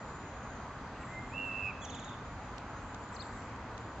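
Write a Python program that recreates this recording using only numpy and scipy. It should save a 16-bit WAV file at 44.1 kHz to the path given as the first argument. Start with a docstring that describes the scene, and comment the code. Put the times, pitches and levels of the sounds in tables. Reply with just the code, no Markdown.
"""On a river bank: water and distant traffic rush throughout, and small birds call thinly from far off.
About a second in, a songbird right of centre gives a soft rising whistle, a long buzzing tone
and a run of quick falling notes, which echo from the trees and the far bank.
Then twigs tick close to the microphones, and just after three seconds a second bird chirps on the left."""
import sys
import numpy as np
from scipy import signal
from scipy.io import wavfile

SR = 44100
rng = np.random.default_rng(int(sys.argv[2]) if len(sys.argv) > 2 else 0)


def dump(signal):
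    """Clip the signal to [-1, 1] and save it as 16-bit WAV at the path in sys.argv[1]."""
    limited = np.clip(np.atleast_2d(signal).T, -1, 1)
    pcm = np.round(limited * 32767).astype(np.int16)
    wavfile.write(sys.argv[1], SR, pcm)


N = 176400
T = np.arange(N) / SR


def from_db(db):
    """Decibels to gain."""
    return 10 ** (np.asarray(db) / 20)


def rms_one(x):
    """Scale to unit power."""
    return x / np.sqrt(np.mean(x ** 2) + 1e-20)


def in_time(rows):
    """Each column of a curve, read at every sample."""
    times, *columns = np.transpose(rows)
    return [np.interp(T, times, column) for column in columns]


def at_hz(points, hz):
    """Read a spectrum on a log-frequency axis."""
    f, value = np.transpose(points)
    return np.interp(np.log(hz), np.log(f), value)


def drift(rate_hz):
    """Smooth random wander with a spread of 1."""
    step, settle = 20, 2000
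    pole = np.exp(-2 * np.pi * step * rate_hz / SR)
    white = rng.standard_normal(N // step + settle + 2)
    slow = signal.lfilter([1], [1, -2 * pole, pole * pole], white)[settle:]
    return np.interp(np.arange(N) / step, np.arange(len(slow)), rms_one(slow))


def band_pass(x, low_hz, high_hz):
    """Keep the band between two frequencies."""
    return signal.sosfilt(signal.butter(2, [low_hz, high_hz], "band", fs=SR, output="sos"), x)


def gate(start, end, edge_s=0.0016):
    """Open between two times, with short ramps."""
    return np.clip(np.minimum(T - start, end - T) / edge_s, 0, 1)


def sine(hz):
    """A tone of unit power on a moving pitch."""
    return np.sqrt(2) * np.sin(2 * np.pi * np.cumsum(hz) / SR)


def glide(rows, waver_hz):
    """A pure whistled note along a pitch and level curve."""
    hz, db = in_time(rows)
    return sine(hz + waver_hz) * from_db(db) * gate(rows[0][0], rows[-1][0])


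def pan(x, pan_db, lead_s=0):
    """Place a sound: positive values make it louder and earlier at the left microphone."""
    gains = from_db(np.array([[pan_db], [-pan_db]]) / 2)
    left, right = np.broadcast_to(x, (2, N))
    return np.array([left, np.interp(T - lead_s, T, right)]) * gains / gains.mean()


def bank_echo(x, t60_s=0.72, delay_s=0.0089):
    """Diffuse echo from trees and banks, different at each microphone."""
    t = T[:SR]
    tails = rng.standard_normal((2, SR)) * from_db(-60 * t / t60_s) * (t > delay_s)
    tails /= np.sqrt(np.sum(tails ** 2, axis=1, keepdims=True))
    return signal.fftconvolve(np.atleast_2d(x), tails, axes=1)[:, :N]


def far_bank_slap(x, delay_s=0.115, level_db=-18):
    """One distinct echo from across the river, alike at both microphones."""
    return from_db(level_db) * np.interp(T - delay_s, T, x.mean(axis=0))


def rush(level_db=-44, flicker_db=0.85):
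    """Water and far traffic: third-octave bands of noise, each flickering slightly."""
    # spectral density of the rush: f/Hz, relative level/dB
    spectrum = [(20, -19.5), (36, -0.5), (50, -0.5), (70, 3), (110, 0.5), (160, -3), (255, -1.5), (330, -9),
                (450, -7.5), (700, -7), (1000, -4.5), (1350, -8), (2000, -16), (3000, -25), (4500, -28.5),
                (6000, -29.5), (7200, -30.5), (8200, -52.5)]
    # likeness at the two microphones: f/Hz, correlation/0-1
    likeness = [(30, 0.99), (120, 1), (600, 0.96), (1400, 0.94), (3000, 0.23), (7000, 0.13)]
    out, edges_hz = 0, 20 * 2 ** (np.arange(28) / 3)
    white = rng.standard_normal((2, 2, N))
    for k, (low, high) in enumerate(zip(edges_hz, edges_hz[1:])):
        mid, side = band_pass(white[k % 2], low, high)
        hz = np.sqrt(low * high)
        alike = np.clip(at_hz(likeness, hz), 0, 1)
        gain = from_db(at_hz(spectrum, hz) + flicker_db * drift(4.5))
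        out += gain * (np.sqrt(1 + alike) * mid + np.sqrt(1 - alike) * side * [[1], [-1]])
    return from_db(level_db) * rms_one(out)


def engines(waver_hz=2.4, flicker_db=1.3):
    """Distant engines: two low tones, unsteady in pitch and level."""
    # engine hum: t/s, f/Hz, level/dB
    hum = [(0, 124.5, -58.5), (.9, 122, -62), (1.25, 122.3, -53.5), (1.6, 118, -55.5), (2.15, 113, -59.5),
           (2.9, 108, -66), (3.4, 107.8, -51.5), (3.8, 111.2, -49.5), (4, 112, -63)]
    # higher drone that swells briefly: t/s, f/Hz, level/dB
    drone = [(.5, 250.9, -70), (1.25, 255, -56.5), (1.55, 264.7, -54), (1.75, 262.7, -66),
             (2.5, 262.3, -63), (4, 258, -66.5)]
    return sum(sine(hz + waver_hz * drift(8)) * from_db(db + flicker_db * drift(2.6))
               for hz, db in (in_time(hum), in_time(drone)))


def far_birds(quaver_hz=110.3, flicker_db=3):
    """Small birds far off to the left: thin, broken, quavering calls, heard largely as echo."""
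    # one curve a call: t/s, f/Hz, level/dB
    curves = [
        [(0, 7150, -64.5), (.12, 7030, -65), (.33, 6730, -68), (.65, 6600, -66.5)],
        [(1.0, 7520, -63), (1.1, 7130, -64.5), (1.4, 7250, -67.5), (1.48, 7340, -66)],
        [(1.57, 7300, -66), (1.61, 7260, -62), (1.64, 7200, -65.5)],
        [(2.25, 6960, -66), (2.4, 6920, -71.5), (2.52, 6720, -72)],
        [(2.69, 6900, -65), (2.74, 6780, -72), (2.79, 6570, -65)],
        [(2.8, 7570, -70), (2.88, 7250, -60), (2.94, 6940, -66.5)],
        [(2.99, 7340, -67), (3.03, 7100, -61), (3.07, 7090, -71)],
        [(3.09, 7400, -70), (3.13, 7250, -59), (3.16, 7200, -59)],
        [(3.22, 7620, -57), (3.25, 7300, -68), (3.275, 7200, -59)],
        [(3.335, 7510, -59.5), (3.37, 7270, -62.5), (3.4, 7200, -61)],
        [(3.78, 7150, -66), (3.85, 7040, -70.5), (4, 7050, -73.5)],
    ]
    quaver = quaver_hz * drift(60)
    calls = sum(glide(curve, quaver) for curve in curves) * from_db(flicker_db * drift(22))
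    return pan(from_db(-1.5) * calls + from_db(-3) * bank_echo(calls), pan_db=5, lead_s=45e-6)


def twigs(decay_s=0.002):
    """Tiny dry snaps in the plants close to the microphones."""
    # twig ticks: t/s, level/dB, left minus right/dB
    ticks = [(2.581, -39.5, -3), (2.945, -42, -4), (3.421, -53, -3), (3.561, -50, -1), (3.778, -41, -7)]
    envelope = sum(pan(from_db(db) * (T >= start) * np.exp(-np.abs(T - start) / decay_s), pan_db)
                   for start, db, pan_db in ticks)
    crack = band_pass(rng.standard_normal((2, N)), 1800, 8000)
    return envelope * rms_one(crack)


def second_bird(rasp_hz=110):
    """One chirp of three quick, slightly rough whistled strokes."""
    # one curve a stroke: t/s, f/Hz, level/dB
    strokes = [
        [(3.14, 5320, -55), (3.149, 6200, -61.5), (3.156, 6150, -50)],
        [(3.159, 5300, -58), (3.165, 4534, -52), (3.172, 3950, -53)],
        [(3.191, 4050, -58), (3.207, 4430, -44.5), (3.214, 5040, -51), (3.219, 3970, -50), (3.228, 3520, -50)],
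    ]
    return sum(glide(stroke, rasp_hz * drift(400)) for stroke in strokes)


def opening_whistle(rasp_hz=220, waver_hz=6):
    """The songbird starts with two soft raspy notes that overlap a rising whistle."""
    # one curve a soft note: t/s, f/Hz, level/dB
    soft_notes = [
        [(.94, 2200, -61.5), (.967, 2780, -61), (.98, 2300, -68)],
        [(.995, 2250, -61), (1.022, 2780, -61.5), (1.04, 2200, -53)],
    ]
    # rising whistle: t/s, f/Hz, level/dB
    whistle = [(.98, 1884, -66), (1.01, 1890, -57.5), (1.06, 1942, -62.5), (1.12, 2066, -53),
               (1.18, 2090, -45.5), (1.215, 2097, -52.5), (1.28, 2096, -58.5)]
    rasp = rasp_hz * drift(280)
    return glide(whistle, waver_hz * drift(40)) + sum(glide(note, rasp) for note in soft_notes)


def long_tone(buzz_hz=98, swing_hz=75.2, split_start_s=1.66, split_below_hz=185):
    """The songbird's held whistle buzzes as pitch and level flutter, and splits in two near its end."""
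    # held tone: t/s, f/Hz, level/dB, buzz depth/0-1
    tone = [(1.305, 2260, -63, 0.2), (1.345, 2657, -45, 0.4), (1.385, 2680, -41, 0.67),
            (1.43, 2717, -42, 0.44), (1.485, 2670, -39.5, .15), (1.515, 2650, -42, .5),
            (1.61, 2618, -41, .65), (1.665, 2575, -38, 0.58), (1.698, 2564, -40.5, 0.64),
            (1.716, 2290, -48, 0.2)]
    start, end = tone[0][0], tone[-1][0]
    hz, db, depth = in_time(tone)
    flutter = sine(buzz_hz * (1 + 0.013 * drift(7.4))) / np.sqrt(2)
    pitch = hz + swing_hz * depth * flutter + 14 * drift(57)
    level = from_db(db + 0.79 * drift(40)) * (1 + depth * flutter)
    split = from_db(-12.5) * sine(pitch - split_below_hz) * gate(split_start_s, end)
    overtone = from_db(-31.5) * sine(2 * pitch)
    return level * gate(start, end) * (sine(pitch) + split + overtone)


def quick_notes(drop_s=0.0038, sag_hz_per_s=4000, hook_hz=1300, hook_s=0.0045):
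    """The songbird's run: all notes hook down at the end; slurred ones first drop, weaken and sag."""
    # notes: start t/s, length/s, middle f/Hz, opening drop/Hz, level/dB
    notes = [(1.815, 0.038, 3410, -3, -52), (1.855, 0.049, 3450, 602, -53),
             (1.907, .045, 3570, 905.5, -50.5), (1.949, 0.048, 3575, 650, -52.5),
             (1.999, .045, 3640, 792, -54.5), (2.05, 0.049, 3720, 299, -54), (2.103, 0.045, 3570, -2, -58)]
    dip_db, dip_at_s, dip_width_s = 7, 0.016, 0.0099
    out, waver = 0, 25 * drift(150)
    for start, length, hz, drop_hz, db in notes:
        t = np.clip(T - start, 0, length)
        slurred = drop_hz > 0
        drop = drop_hz * np.exp(-t / drop_s)
        sag = sag_hz_per_s * (t - length / 2) * slurred
        hook = hook_hz * np.exp((t - length) / hook_s)
        dip = dip_db * np.exp(-((t - dip_at_s) / dip_width_s) ** 2) * slurred
        level = from_db(db - dip) * gate(start, start + length, edge_s=0.0045)
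        out += level * sine(hz + drop - sag - hook + waver)
    return out


def pips(width_s=0.007, bend_hz=693, rasp_hz=262, lead_in_rasp_hz=305):
    """The songbird's upper voice dips in a short scratchy V between the quick notes."""
    # high lead-in to the first pip: t/s, f/Hz, level/dB
    lead_in = [(1.805, 6530, -63), (1.825, 6830, -55), (1.838, 7100, -51.5), (1.85, 6300, -54)]
    # bottom of each V: t/s, f/Hz, level/dB
    dips = [(1.852, 6170, -44.5), (1.903, 6450, -46.5), (1.951, 6720, -48), (1.998, 6700, -51),
            (2.047, 6720, -50), (2.096, 6750, -57.5)]
    out = glide(lead_in, lead_in_rasp_hz * drift(260))
    rasp = rasp_hz * drift(500)
    scratch = from_db(-11) * rms_one(band_pass(rng.standard_normal(N), 2600, 8000))
    for centre, hz, db in dips:
        away = np.minimum(np.abs(T - centre) / width_s, 2)
        voice = sine(hz + bend_hz * away ** 2 + rasp) * np.exp(-2 * away ** 2)
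        out += (voice + scratch * np.exp(-away ** 2)) * from_db(db) * (away < 2)
    return out


def scene():
    """The birds, their echoes and the river bank as they reach the microphone pair."""
    song = pan(opening_whistle(), pan_db=-2) + pan(long_tone(), pan_db=-6, lead_s=-12e-6)
    run = pan(quick_notes() + pips(), pan_db=-6.5, lead_s=-31e-6)
    chirp = second_bird()
    echo = bank_echo(from_db(-15) * song + from_db(-5) * run + from_db(-9.5) * chirp)
    echo += far_bank_slap(song + run)
    surroundings = far_birds() + twigs() + rush() + engines()
    return surroundings + echo + pan(chirp, pan_db=11) + song + run


def record(dry):
    """The recorder has a narrow notch in the treble, then rolls off to a low cut-off."""
    notch_hz, notch_width_hz, roll_off_hz, cutoff_hz = 5420, 420, 7500, 8050
    notched = signal.lfilter(*signal.iirnotch(notch_hz, notch_hz / notch_width_hz, fs=SR), dry)
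    dulled = signal.sosfilt(signal.butter(16, roll_off_hz, fs=SR, output="sos"), notched)
    return signal.sosfilt(signal.ellip(10, .3, 80, cutoff_hz, fs=SR, output="sos"), dulled)


dry = scene()
out = record(dry)
dump(out)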